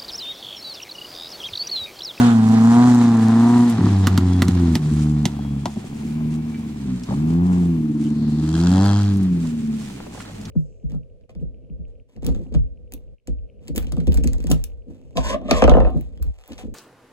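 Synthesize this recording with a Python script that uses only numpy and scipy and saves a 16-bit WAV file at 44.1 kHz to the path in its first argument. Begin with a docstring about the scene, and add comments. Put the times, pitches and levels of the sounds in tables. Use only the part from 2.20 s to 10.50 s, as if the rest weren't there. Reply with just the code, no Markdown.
"""A four-cylinder off-road truck with an open exhaust pulls through mud and up a bank in bursts of throttle.
Its firings sound the pipe's low note and, under load, make it rasp. On light throttle one cylinder
fires weakly; on lift-off unburnt fuel bangs in the pipe. Tyres squelch, a brake sings faintly and
the chassis knocks, in an open field edged by banks and trees."""
import sys
import numpy as np
from scipy import signal
from scipy.fft import rfft, irfft, next_fast_len
from scipy.io import wavfile
from scipy.ndimage import uniform_filter1d, map_coordinates

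SR = 44100
rng = np.random.default_rng(int(sys.argv[2]) if len(sys.argv) > 2 else 0)


def unload_audio(sound):
    """Save the sound as a 16-bit wav file, at the path given as the first command line argument."""
    columns = np.transpose(np.atleast_2d(sound))
    # keep every value between -1 and 1, then stretch to whole-number steps
    steps = np.round(np.clip(columns, -1, 1) * 32767)
    wavfile.write(sys.argv[1], SR, steps.astype(np.int16))


N = 366030
NOW = np.arange(N) / SR
TOP_HZ = 16200
LEFTWARD = np.array([[.5], [-.5]])  # shares a left-minus-right level between the channels


def amp(db):
    """Decibels to gain."""
    return 10 ** (np.asarray(db) / 20)


def unit(x):
    """x at rms 1."""
    return x / np.sqrt(np.mean(x ** 2) + 1e-20)


def along(points, hz):
    """Reads (hz, value) points on a log axis."""
    f, v = np.transpose(points)
    return np.interp(np.log(hz + 1), np.log(f + 1), v)


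def curves(rows):
    """One value per sample for each column after the time."""
    s, *cols = np.transpose(rows)
    return [np.interp(NOW, s, c) for c in cols]


def swells(rows):
    """Rounded swells from rows of (middle_s, length_s, height)."""
    return sum(height * np.exp(-np.square(np.square(2 * (NOW - s) / length)))
               for s, length, height in rows)


def wobble(rate):
    """A smooth random curve, rate knots a second."""
    return map_coordinates(rng.standard_normal(int(N * rate / SR) + 4), [NOW * rate])


def white():
    """Two unrelated white noises."""
    return rng.standard_normal((2, N))


def add(track, s, sound):
    """Lays a sound into a track at time s."""
    part = track[..., round(s * SR):][..., :sound.shape[-1]]
    part += sound[..., :part.shape[-1]]


def filtered(x, response):
    """x times a complex response of frequency."""
    m = next_fast_len(N + SR // 2)
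    return irfft(rfft(x, m) * response(np.fft.rfftfreq(m, 1 / SR)), m)[..., :N]


def bandpass(x, low_hz, high_hz):
    """x through a gentle band filter."""
    return signal.sosfilt(signal.butter(2, [low_hz, high_hz], "band", fs=SR, output="sos"), x)


def ringing(x, spectrum, size=4096):
    """x through a causal filter with the given spectrum."""
    cepstrum = irfft(np.log(amp(along(spectrum, np.fft.rfftfreq(size, 1 / SR))) + 1e-6))
    cepstrum[1:size // 2] *= 2
    cepstrum[size // 2:] = 0
    kernel = irfft(np.exp(rfft(cepstrum)))
    return filtered(x, lambda hz: rfft(kernel / np.linalg.norm(kernel), 2 * (len(hz) - 1)))


def resonances(modes, hz):
    """Response of modes given as (pitch_hz, width_hz, level_db)."""
    return sum((-1) ** k * amp(db) * 1j * hz * width / (pitch ** 2 - hz ** 2 + 1j * hz * width)
               for k, (pitch, width, db) in enumerate(modes))


# The truck's place in the stereo image: time_s, left_lead_ms, left_minus_right_db
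TRUCK_PAN = [(0,-0.21,-8),(.6,-0.14,0),(1.3,0.08,1),(2,0.047,5.5),(3.1,0.14,6),(5.2,0.27,6),(6.6,0.073,6.5),(7.4,0.31,3.5)]


def placed(x, panned=0, delayed=1):
    """One side hears the truck sooner and louder; panned and delayed scale the two cues."""
    lead_ms, tilt_db = curves(TRUCK_PAN)
    samples = np.arange(N)
    shift = delayed * lead_ms * SR / 2000
    pair = np.array([np.interp(samples + side * shift, samples, x) for side in (1, -1)])
    return pair * amp(LEFTWARD * tilt_db * panned)


# Stereo width of the noise layers: frequency_hz, side_minus_mid_db
STEREO_WIDTH = [(60, -29), (110, -18.5), (200, -35), (380, 6), (700, -4), (1290, -12), (2380, 2),
                (4400, -4), (8120, 0.5), (15000, 0)]


def spread(pair, spectrum, panned=0, delayed=1):
    """Two noises become coloured stereo: one from the truck's bearing, one scattered."""
    direct = filtered(pair[0], lambda hz: amp(along(spectrum, hz)))
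    side = filtered(pair[1], lambda hz: amp(along(spectrum, hz) + along(STEREO_WIDTH, hz)))
    stereo = placed(direct, panned, delayed) + np.array([side, -side])
    return stereo / np.std(stereo.mean(axis=0))


# Tone of the outdoor bed: frequency_hz, level_db
FIELD_EQ = [(20,4),(45,-10),(100,9),(250,11),(450,-7),(900,-42.5),(1500,-28),(2400,-18),(4000,-27),(16000,-36)]


def open_field():
    """A low rush of air that drifts with the breeze."""
    breeze_db = 2.2 * wobble(4)
    return amp(-40.5 + breeze_db) * spread(white(), FIELD_EQ, delayed=0)


# Reverb time of the banks and trees: frequency_hz, t60_s
BANK_DECAY = [(200,0.041),(1000,0.23),(4000,0.089),(12000,0.2)]


def bank_echo(x):
    """A short scattered answer from the earth banks and trees."""
    hz, t, noise = signal.stft(rng.standard_normal((2, SR // 2)), SR, nperseg=256)
    tail = signal.istft(noise * amp(-60 * t / along(BANK_DECAY, hz)[:, None]), SR, nperseg=256)[1]
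    return signal.fftconvolve(x, tail / np.linalg.norm(tail[0]), axes=1)[:, :N]


# Sprays of mud off the tyres: middle_s, length_s, level_db
MUD_SPRAYS = [(0.664, 0.38, -55), (2.777, 0.24, -46.5), (3.03, 0.24, -61), (3.593, 0.36, -53),
              (3.88, 0.16, -53.5), (4.131, 0.072, -54), (4.7, 0.51, -74), (5.122, 0.11, -54),
              (5.366, 0.23, -50.5), (5.851, 0.13, -52), (7.022, 0.05, -59), (7.26, 0.12, -47.5),
              (7.655, 0.23, -48), (7.985, 0.089, -47)]
# Tone of the mid churn, the hiss, the top fizz and the flung specks: frequency_hz, level_db
CHURN_EQ = [(280, -32), (470, -5.5), (515, -24), (570, -14), (641, -7.5), (1010, -11), (1590, -16.5),
            (1880, -18), (2100, -23), (3120, -54.5), (5280, -120)]
HISS_EQ = [(1120, 0.5), (1850, -1.5), (2100, -5.5), (2710, -9.5), (3600, -6.5), (4030, -5), (5420, -11.5),
           (7000, -16), (9100, -38), (15400, -120)]
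FIZZ_EQ = [(3240, 0), (5500, -2), (7290, 0), (9070, -3.5), (11300, -15.5), (12800, -15), (15200, -28),
           (15800, -19), (16300, -50)]
SPECK_EQ = [(900,-43),(2200,-8),(4500,4.5),(8000,1.5),(13000,-8.5),(16000,-23.5)]


def tyres_and_mud():
    """Churning mud and the engine bay's rush; they make up the treble when the throttle eases."""
    load, _ = load_and_roughness()
    rasp_db, hiss_db = curves(RASP_AND_HISS)
    pull = swells(HARD_PULLS)
    spray = swells([(s, length, amp(db)) for s, length, db in MUD_SPRAYS])
    wet = lambda depth_db: white() * amp(depth_db * wobble(350) + 2.1 * wobble(30))
    churn = amp(rasp_db - 1.5) * np.sqrt(1 - .88 * np.sqrt(load)) * spread(wet(2), CHURN_EQ, panned=1)
    rush = amp(hiss_db + 3.5) * np.sqrt(1 - np.clip(pull, 0, 1))
    hiss = np.hypot(rush, amp(-19) * spray) * spread(wet(2), HISS_EQ, delayed=0.33)
    fizz_db = hiss_db + 2 - 12.5 * load ** 2 - 3.9 * pull
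    fizz = np.hypot(amp(fizz_db), spray) * spread(wet(1.5), FIZZ_EQ, delayed=0)
    # about 110 specks a second: many tiny ticks and a few clear ones
    specks = (rng.random(N) < 110 / SR) * amp(5.5 * rng.standard_normal(N))
    ticks = placed(unit(ringing(specks, SPECK_EQ)), panned=1)
    spatter = amp(-8) * np.hypot(amp(hiss_db), spray) * ticks
    return churn + amp(-2.5 * LEFTWARD) * (hiss + fizz) + spatter


# Suspension and stone hits: start_s, peak_db, pitch_hz
CHASSIS_KNOCKS = [(1.498, -27, 9300), (4.344, -35, 2420), (4.835, -30.5, 5390), (6.97, -35, 8840),
                  (7.03, -38, 9380), (7.251, -35, 980), (7.614, -39, 894), (7.698, -39, 900),
                  (7.801, -29.5, 997), (7.805, -34, 445), (7.922, -39, 600), (7.865, -29.5, 509),
                  (7.947, -32, 648), (7.975, -30, 720), (8.002, -28, 1550), (8.051, -36, 1312),
                  (8.096, -32, 715), (8.213, -35.5, 6220), (8.253, -30, 4800)]
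# Thin singing tones, from the brakes and once from the pipe: middle_s, length_s, pitch_hz, level_db
THIN_SQUEALS = [(1.645, .11, 443, -33), (2.126, 0.12, 3366, -48.5), (3.23, 0.2, 3300, -53),
                (4.355, 0.08, 2310, -50)]
# Metallic scrapes, rings and clinks: middle_s, length_s, pitch_hz, width_hz, level_db
METAL_SCRAPES = [(.04, 0.22, 1410, 400, -31.5), (.04, .2, 3200, 1300, -39.5), (1.36, 0.27, 1900, 250, -47),
                 (3.55, 0.54, 3274, 250, -62), (4.15, 1.4, 2293, 250, -61), (5.866, .035, 3020, 300, -51),
                 (6.117, 0.42, 4200, 1400, -53)]


def chassis():
    """Short knocks from the suspension and flung stones, fluttering squeals and narrow scrapes."""
    out, t = np.zeros((2, N)), np.arange(SR // 4) / SR
    for s, db, hz in CHASSIS_KNOCKS:
        noise = rng.standard_normal(len(t)) + .5 * rng.standard_normal((2, len(t)))
        knock = bandpass(noise * amp(-60 * t / 0.047), hz * 0.6, min(hz * 1.29, TOP_HZ))
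        add(out, s, amp(db) * knock / np.abs(knock).max())
    for s, length, hz, db in THIN_SQUEALS:
        envelope = amp(db + 3 * wobble(37)) * np.exp(-(2 * (NOW - s) / length) ** 2)
        pitch_hz = hz * (1 + 0.0051 * wobble(83))
        out += envelope * np.sin(2 * np.pi * np.cumsum(pitch_hz) / SR)
    for s, length, hz, width, db in METAL_SCRAPES:
        scrape = filtered(white(), lambda f: resonances([(hz, width, 0)], f) ** 2)
        out += swells([(s, length, amp(db))]) * unit(scrape)
    return out


# Bangs, each with its own mix: start_s, crack_db, boom_db, treble_over_crack_db, bark_db, bark_hz
AFTERFIRE_BANGS = [(1.583, -24, -4, -16, -40, 970), (1.606, -18, -4, -28.5, -46, 903.4),
                   (1.637, -27.5, -2.5, -24, -41, 1050), (1.665, -34, -5.5, -30, -33.5, 920),
                   (1.87, 3, -5.5, -9, -36, 1178), (1.976, -4.5, -2.5, -4, -31.5, 1076),
                   (2.22, 3, -4.5, -10, -40, 1132), (2.282, -12.5, -3.5, -1.5, -41, 1199),
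                   (2.553, -12.5, -7, 4, -34, 740), (3.054, -8, -7.5, 2.5, -31, 757),
                   (3.189, -39.5, -21, -4, -43, 764), (3.248, -41, -33, -3, -45, 781),
                   (3.456, -13, -12.5, -0.5, -26.5, 800), (3.565, -33.5, -14, -8, -47, 624),
                   (3.641, -42.5, -19, -19, -48, 519), (4.887, -32, -13, -21, -42, 850),
                   (4.907, -36, -17, -22, -37, 690), (4.922, -32, -17, -22, -36, 700),
                   (4.938, -35, -13, -28, -42, 930)]
# The slap off the ground, sooner as the truck draws away: time_s, delay_ms
GROUND_SLAP = [(1.9, 0.69), (2.25, 0.5), (2.55, .42), (3.05, 0.32), (3.5, 0.34), (5, .25)]
# Tone of the crack: frequency_hz, level_db
CRACK_EQ = [(40, -15), (130, 2), (290, 1.5), (600, -2), (850, 2), (1200, 8), (1600, 0), (1950, 6),
            (2400, -3.5), (2850, -1), (4000, -2), (5090, -7.5), (7640, -9), (8500, -14), (12900, -16.5),
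            (16000, -24.5)]


def afterfire():
    """Fuel explodes in the pipe: a shock front, its ground bounce, a spit of gas, a bark and a boom."""
    t = np.arange(SR // 4) / SR
    dull, sharp, booms, barks = np.zeros((4, N))
    gas_decay = 0.078 * amp(-60 * t / 0.038) + 0.014 * amp(-60 * t / 0.12)
    for s, crack_db, boom_db, treble_db, bark_db, bark_hz in AFTERFIRE_BANGS:
        shock = rng.standard_normal(len(t)) * gas_decay
        shock[0] += 1
        slap_ms = np.interp(s, *np.transpose(GROUND_SLAP))
        shock[round(slap_ms * SR / 1000)] += 0.52
        bark = bandpass(shock, bark_hz / 1.26, bark_hz * 1.26)
        add(barks, s + 0.00107, amp(bark_db) * bark / np.std(bark[:SR // 40]))
        add(dull, s + 0.001098, amp(crack_db + 11.5) * shock)
        add(sharp, s + 0.001106, amp(crack_db + treble_db + 17.5) * shock)
        add(booms, s + 0.0017, amp([boom_db + 45]))
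    body = filtered(dull, lambda hz: 1 / (1 + 1j * hz / 2200) ** 2)
    snap = filtered(sharp, lambda hz: (1j * hz / (1500 + 1j * hz)) ** 2)
    crack = amp(-4.5 - 5 * LEFTWARD) * placed(ringing(body + snap, CRACK_EQ), delayed=0.18)
    return crack + amp(6 * LEFTWARD) * placed(barks) + placed(filtered(booms, pipe))


# The revs: time_s, firing_rate_hz
REVS = [(0.0, 122.5), (0.23, 110.0), (0.42, 113.0), (0.66, 123.5), (0.85, 118.0), (1.04, 110.7),
        (1.35, 121.0), (1.49, 120.0), (1.62, 102.0), (1.77, 97.5), (2.04, 90.6), (2.33, 91.0), (2.64, 74.7),
        (2.9, 76.2), (3.3, 70.6), (3.7, 72.1), (4.0, 77.6), (4.26, 77.3), (4.58, 73.0), (4.72, 63.0),
        (4.86, 58.0), (5.01, 76.0), (5.27, 91.0), (5.48, 86.7), (5.66, 75.2), (6.1, 74.3), (6.32, 78.4),
        (6.65, 100.0), (6.8, 102.0), (6.98, 97.8), (7.33, 77.0), (7.67, 71.0), (7.99, 52.0), (8.15, 51.3),
        (8.3, 54.0)]
# The driver's foot: time_s, note_level_db, load (0-1)
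PEDAL = [(0.0, -9, 0.46), (0.22, -12.5, 0.44), (0.58, -9, 0.4), (0.98, -13, 0.4), (1.4, -10, 0.33),
         (1.5, -15, 0.26), (1.56, -19.5, 0.69), (1.66, -13, 0.59), (1.8, -14, 0.67), (2.1, -14.5, 0.69),
         (2.54, -15, 0.54), (2.59, -19.5, 0.17), (2.69, -19, 0.3), (2.73, -15.5, 0.64), (3.05, -17.5, 0.53),
         (3.08, -27.5, 0.57), (3.36, -22, 0.35), (3.62, -35.5, 0.28), (4.05, -19.5, 0.02),
         (4.45, -30, 0.32), (4.6, -30.5, 0.28), (4.68, -23.5, 0.13), (4.82, -27.5, .1), (4.865, -41, 0.18),
         (4.9, -20.5, 0.16), (5.25, -14.5, 0.27), (5.5, -16, 0.21), (5.68, -22, 0.01), (6.12, -18.5, 0.12),
         (6.3, -18.5, 0.23), (6.52, -12, 0.31), (6.7, -14, 0.6), (6.85, -15.5, 0.72), (7.12, -17, 0.06),
         (7.34, -24.5, 0.01), (7.52, -22, 0.01), (7.76, -40.5, 0.31), (8.1, -40.5, 0.24), (8.3, -33, 0.1)]
# Spells of rough, uneven firing: middle_s, length_s, added_roughness (0-1)
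ROUGH_SPELLS = [(1.67, .22, .25), (2.1, .85, .1), (2.66, .2, 0.18), (3.65, 0.41, 0.28), (4.6, .5, .1),
                (8.0, 0.54, 0)]
CRUISE_HZ = 80


def load_and_roughness():
    """The engine runs rougher at light load and in brief spells, more evenly above cruising revs."""
    load = np.clip(curves(PEDAL)[1], 0, 1)
    smoothing = np.minimum(CRUISE_HZ / curves(REVS)[0], 1) ** 1.8
    rough = (0.078 + .05 * (1 - load)) * smoothing + swells(ROUGH_SPELLS)
    return load, np.clip(rough, 0, 1)


# One cylinder limps on light throttle: middle_s, length_s, loss (0-1)
WEAK_CYLINDER = [(.3, 0.35, 0.47), (1.1, 0.87, 0.46), (3.3, 0.28, 0.5), (4.45, 0.37, 0.8),
                 (5.95, 0.65, 0.82), (7.45, 0.31, 0.5)]


def firings():
    """Four cylinders fire in turn: the running count, each firing's sample and its strength."""
    rate = uniform_filter1d(curves(REVS)[0], size=3000)  # the flywheel rounds every change of speed
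    _, rough = load_and_roughness()
    count = np.cumsum(rate * (1 + .05 * rough * wobble(70))) / SR
    at = np.flatnonzero(np.diff(np.floor(count)))
    loss = np.clip(swells(WEAK_CYLINDER), 0, 1)[at]
    weak = np.arange(len(at)) % 4 == 0
    strength = (1 - loss * weak) / (1 - loss / 4) + rough[at] * rng.standard_normal(N)[:len(at)]
    return count, at, np.maximum(strength, 0)


# Blats at the tops of the revs: middle_s, length_s, level_db, pitch_hz
REV_BLATS = [(0.59, 0.16, -30, 960), (1.304, 0.26, -32, 960), (6.622, 0.23, -37.5, 792)]
# Tone of a blat pitched at BLAT_HZ: frequency_hz, level_db
BLAT_EQ = [(500, -56), (640, -1), (725, -1.5), (830, -6.5), (960, -0.5), (1070, -11), (1180, -7),
           (1280, -17), (2000, -25), (4000, -105)]
BLAT_HZ = 960


def blats(pulses):
    """The firing pulses make the pipe bark as the revs peak."""
    out = np.zeros(N)
    for s, length, db, hz in REV_BLATS:
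        tuned = [(f * hz / BLAT_HZ, gain) for f, gain in BLAT_EQ]
        out += swells([(s, length, amp(db))]) * unit(ringing(pulses, tuned))
    return out


# Fader rides shared by the pipe and the mud: time_s, rasp_db, hiss_db
RASP_AND_HISS = [(0, -25, -35.5), (.19, -35, -44.5), (.56, -27.5, -41), (.98, -32.5, -45.5),
                 (1.3, -32.5, -44.5), (1.62, -38, -44), (2.53, -44.5, -46.5), (2.6, -48.5, -53.5),
                 (3.05, -47.5, -53.5), (3.45, -52.5, -61.5), (4.05, -50, -61.5), (4.86, -56, -55.5),
                 (4.9, -45.5, -51), (5.0, -47.5, -57.5), (5.28, -40, -63), (5.65, -54, -61.5),
                 (6.12, -50, -58), (6.35, -45, -43.5), (6.56, -34.5, -41), (6.69, -34, -39.5),
                 (6.85, -46.5, -43), (7.05, -54, -56), (7.45, -56, -57), (7.95, -52, -55), (8.3, -52, -54)]
# Hard pulls, where the hiss comes in puffs: middle_s, length_s, hiss_share (0-1)
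HARD_PULLS = [(.6, 0.32, 0.2), (2.2, 0.76, 0), (6.55, 0.72, 0.99)]
# Single hard firings that spit gas: time_s, boost_db
GAS_SPITS = [(.434, 0.5), (.545, 3.5), (6.349, 3.5), (6.421, 0), (6.467, 8), (6.534, 6)]
# Ring of the pipe's thin wall: pitch_hz, width_hz, level_db
WALL_MODES = [(785, 23, 4.5), (1290, 130, 0.5), (1660, 140, -1), (2680, 130, 0), (3210, 120, 5),
              (4010, 120, 5), (4880, 110, -6.5), (6780, 200, -9.5)]
# Gas sizzling near the tailpipe: middle_s, length_s, level_db
TAILPIPE_SIZZLES = [(.04, .16, -49), (.66, .5, -46.5)]
# Tone of the rasp, the puffs and the sizzle: frequency_hz, level_db
RASP_EQ = [(60, -50), (250, -25.5), (430, 3.5), (480, 10.5), (521, -5.5), (554, -44.5), (635, 3.5),
           (708, 6.5), (768, 11), (887, 3.5), (970, 4.5), (1150, 3), (1330, -4), (1850, -12), (2200, -29.5),
           (2860, -53), (4840, -120)]
PUFF_EQ = [(760, -17.5), (1200, 3), (1650, 0.5), (2000, -29), (2250, -21), (2600, -13), (2960, -16.5),
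           (3180, -5), (3380, -2.5), (3650, -11), (4100, -4), (4700, -3), (5900, -11), (7280, -8),
           (9500, -26.5), (12400, -47.5), (20900, -120)]
SIZZLE_EQ = [(2500, -24.5), (4500, -10), (6500, 4), (8200, 0), (10000, -16), (15000, -27.5)]
HEADER_S, JITTER_S = .00006, .00004  # timing: each cylinder's own length of pipe; random scatter


def rasp(count, at, strength):
    """Under load each firing leaves as a steep pulse that rings the pipe's wall, then a puff of gas."""
    load, _ = load_and_roughness()
    rasp_db, hiss_db = curves(RASP_AND_HISS)
    scatter_db, lateness = white()[:, at]
    size = strength * amp(scatter_db)
    gas = size.copy()
    for s, db in GAS_SPITS:
        gas[np.argmin(np.abs(at - s * SR))] *= amp(db)
    index = np.arange(len(at))
    delay_s = HEADER_S * np.sin(np.pi * index / 2)
    delay_s += lateness * (JITTER_S + .004 * swells(ROUGH_SPELLS)[at])
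    starts = np.clip(at + np.round(delay_s * SR), 0, N - 1).astype(int)
    pulses = np.bincount(starts, size, N)
    buzz = load ** .25 * amp(rasp_db + 1) * unit(ringing(pulses, RASP_EQ))
    pull = np.sqrt(np.clip(swells(HARD_PULLS), 0, 1)) * amp(hiss_db)
    ring = unit(filtered(np.bincount(starts, gas, N), lambda hz: resonances(WALL_MODES, hz)))
    wall = placed(amp(-4.5) * pull * ring, delayed=0.33)
    held_gas = np.interp(np.floor(count), index + 1, gas)
    bursts = lambda decay_cycles: white() * unit(np.exp(-(count % 1) / decay_cycles) * held_gas)
    puff = amp(1) * pull * spread(bursts(decay_cycles=0.24), PUFF_EQ, delayed=0.29)
    sizzle_gain = swells([(s, length, amp(db)) for s, length, db in TAILPIPE_SIZZLES])
    sizzle = sizzle_gain * spread(bursts(decay_cycles=0.22), SIZZLE_EQ, delayed=0)
    return placed(buzz + blats(pulses), panned=0.56) + wall + puff + sizzle


# The pipe's low resonances: pitch_hz, width_hz, level_db
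PIPE_MODES = [(108.5,30,-4),(186,27.5,-0.5),(240.2,33.6,-1.5),(347,62,-6.5),(354.4,23,-3.5),(395,100,-31)]


def pipe(hz):
    """The standing waves of the exhaust pipe; little escapes below the lowest."""
    return resonances(PIPE_MODES, hz) * (1j * hz / (70 + 1j * hz)) ** 2 / (1 + (hz / 520) ** 6)


# Harmonics 1-4 of the firing rate: no_load_db, full_load_gain_db, gain_per_octave_db, chug_depth
NOTE_HARMONICS = [(-4.5, 18.5, 15.5, 0.11), (15, -15, 2, 0.64), (4.5, -6.5, -15, 0.52),
                  (-6, 4.5, -8.5, 2.64)]
# How well the pipe passes the note: frequency_hz, gain_db
NOTE_EQ = [(55, 15), (75, 1), (95, 2), (120, -5.5), (150, -4), (180, 2.5), (205, 2.5), (235, 8.5),
           (262, 1.5), (300, 3.5), (350, 3), (405, -19.5), (490, -4)]
# Shifts of colour, by harmonic: middle_s, length_s, first_db, second_db, third_db, fourth_db
NOTE_COLOURS = [(.3, 0.38, 4, 3.5, -13.5, -3), (1.15, 0.86, 3, 0, 1.5, 3),
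                (1.72, 0.17, -3.5, -8.5, -1.5, 0), (2.1, 0.26, -1.5, -0.5, 4, -0.5),
                (2.45, 0.17, 0.5, 0.5, 3.5, -1.5), (2.88, 0.58, -3, 9.5, -1, -3),
                (3.33, 0.31, -2, 2.5, -1.5, -3.5), (4.72, .24, 0, 0, 2, 5),
                (5.02, 0.28, -3, 1.5, -3.5, 1.5), (5.38, 0.38, -1, 0.5, -0.5, 3),
                (5.75, 0.43, -5.5, -3.5, 0, 3), (6.31, .18, 6, 5, -4, 9.5), (6.56, 0.18, -1, -2.5, 4, -11),
                (7.52, 0.58, 1.5, -3, 3.5, -17), (8.05, .6, -2, -2.5, -10, 5)]
SAG_S, SAG_DEPTH, FULL_SAG_DB = 0.017, 0.57, -9.5  # booms under FULL_SAG_DB duck the note less


def harmonic_levels(load):
    """Load, revs and the pipe's resonances balance the harmonics; the note sags after each bang."""
    rate = curves(REVS)[0]
    shares = []
    for k, (db, load_db, octave_db, _) in enumerate(NOTE_HARMONICS, 1):
        drive_db = db + load_db * load + octave_db * np.log2(rate / CRUISE_HZ)
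        colour_db = swells([(s, length, gains[k - 1]) for s, length, *gains in NOTE_COLOURS])
        waver_db = (k > 2) * 1.8 * wobble(5.3)
        shares.append(amp(along(NOTE_EQ, k * rate) + drive_db + colour_db + waver_db))
    sag = np.max([min(amp(boom_db - FULL_SAG_DB), 1) * np.exp(-np.square((NOW - s) / SAG_S - 1))
                  for s, _, boom_db, *_ in AFTERFIRE_BANGS], axis=0)
    level = amp(curves(PEDAL)[0]) * (1 - SAG_DEPTH * sag)
    return level * np.array(shares) / np.linalg.norm(shares, axis=0)


# Tone of the chug of uneven firings, and of the pipe's higher modes: frequency_hz, level_db
CHUG_EQ = [(50, 1.5), (100, -16), (160, 4), (205, -4), (245, 11), (290, 2.5), (380, 0.5), (450, -14)]
UPPER_MODES_EQ = [(300,-59.5),(365,1),(400,5.5),(440,-1),(480,-7),(530,-9.5),(620,-30.5),(760,-66.5)]


def exhaust(count, at, strength):
    """The low note swings with each firing's strength; uneven burns set the pipe burbling."""
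    load, rough = load_and_roughness()
    levels = harmonic_levels(load)
    cycles = count - .23  # the pipe answers a part of a cycle after the valve opens
    swing = np.interp(cycles, np.arange(len(at)) + 1, strength) - 1
    depth = np.array(NOTE_HARMONICS)[:, -1:]
    orders = np.arange(1, len(levels) + 1)[:, None]
    smear = 1.18 * (1 - load) ** 2 * (orders - 2) ** 2  # soft pulses spread out, hard ones stay steep
    partials = -np.sqrt(2) * levels * np.cos(2 * np.pi * orders * cycles - smear)
    chug = filtered(swing * np.sum(depth * partials, axis=0), lambda hz: amp(along(CHUG_EQ, hz)))
    note = partials.sum(axis=0) + chug
    overtone_level = np.linalg.norm(levels[1:], axis=0)
    uneven, pulses = np.zeros((2, N))
    uneven[at] = rng.standard_normal(N)[at]
    pulses[at] = strength
    burble = amp(4.5) * rough * overtone_level * unit(filtered(uneven, pipe))
    upper = amp(-28) * overtone_level * unit(ringing(pulses, UPPER_MODES_EQ))
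    return placed(amp(-0.4) * note + burble + upper)


def scene():
    """The truck and the echo of its sharper sounds over the low rush of the open field."""
    fire = firings()
    sharp = afterfire() + chassis() + rasp(*fire)
    field = open_field()
    return exhaust(*fire) + sharp + amp(-14) * bank_echo(sharp) + tyres_and_mud() + field


def record(dry):
    """Peaks clip at full scale and everything above TOP_HZ is cut."""
    return filtered(np.clip(dry, -1, 1), lambda hz: hz < TOP_HZ)


dry = scene()
out = record(dry)
unload_audio(out)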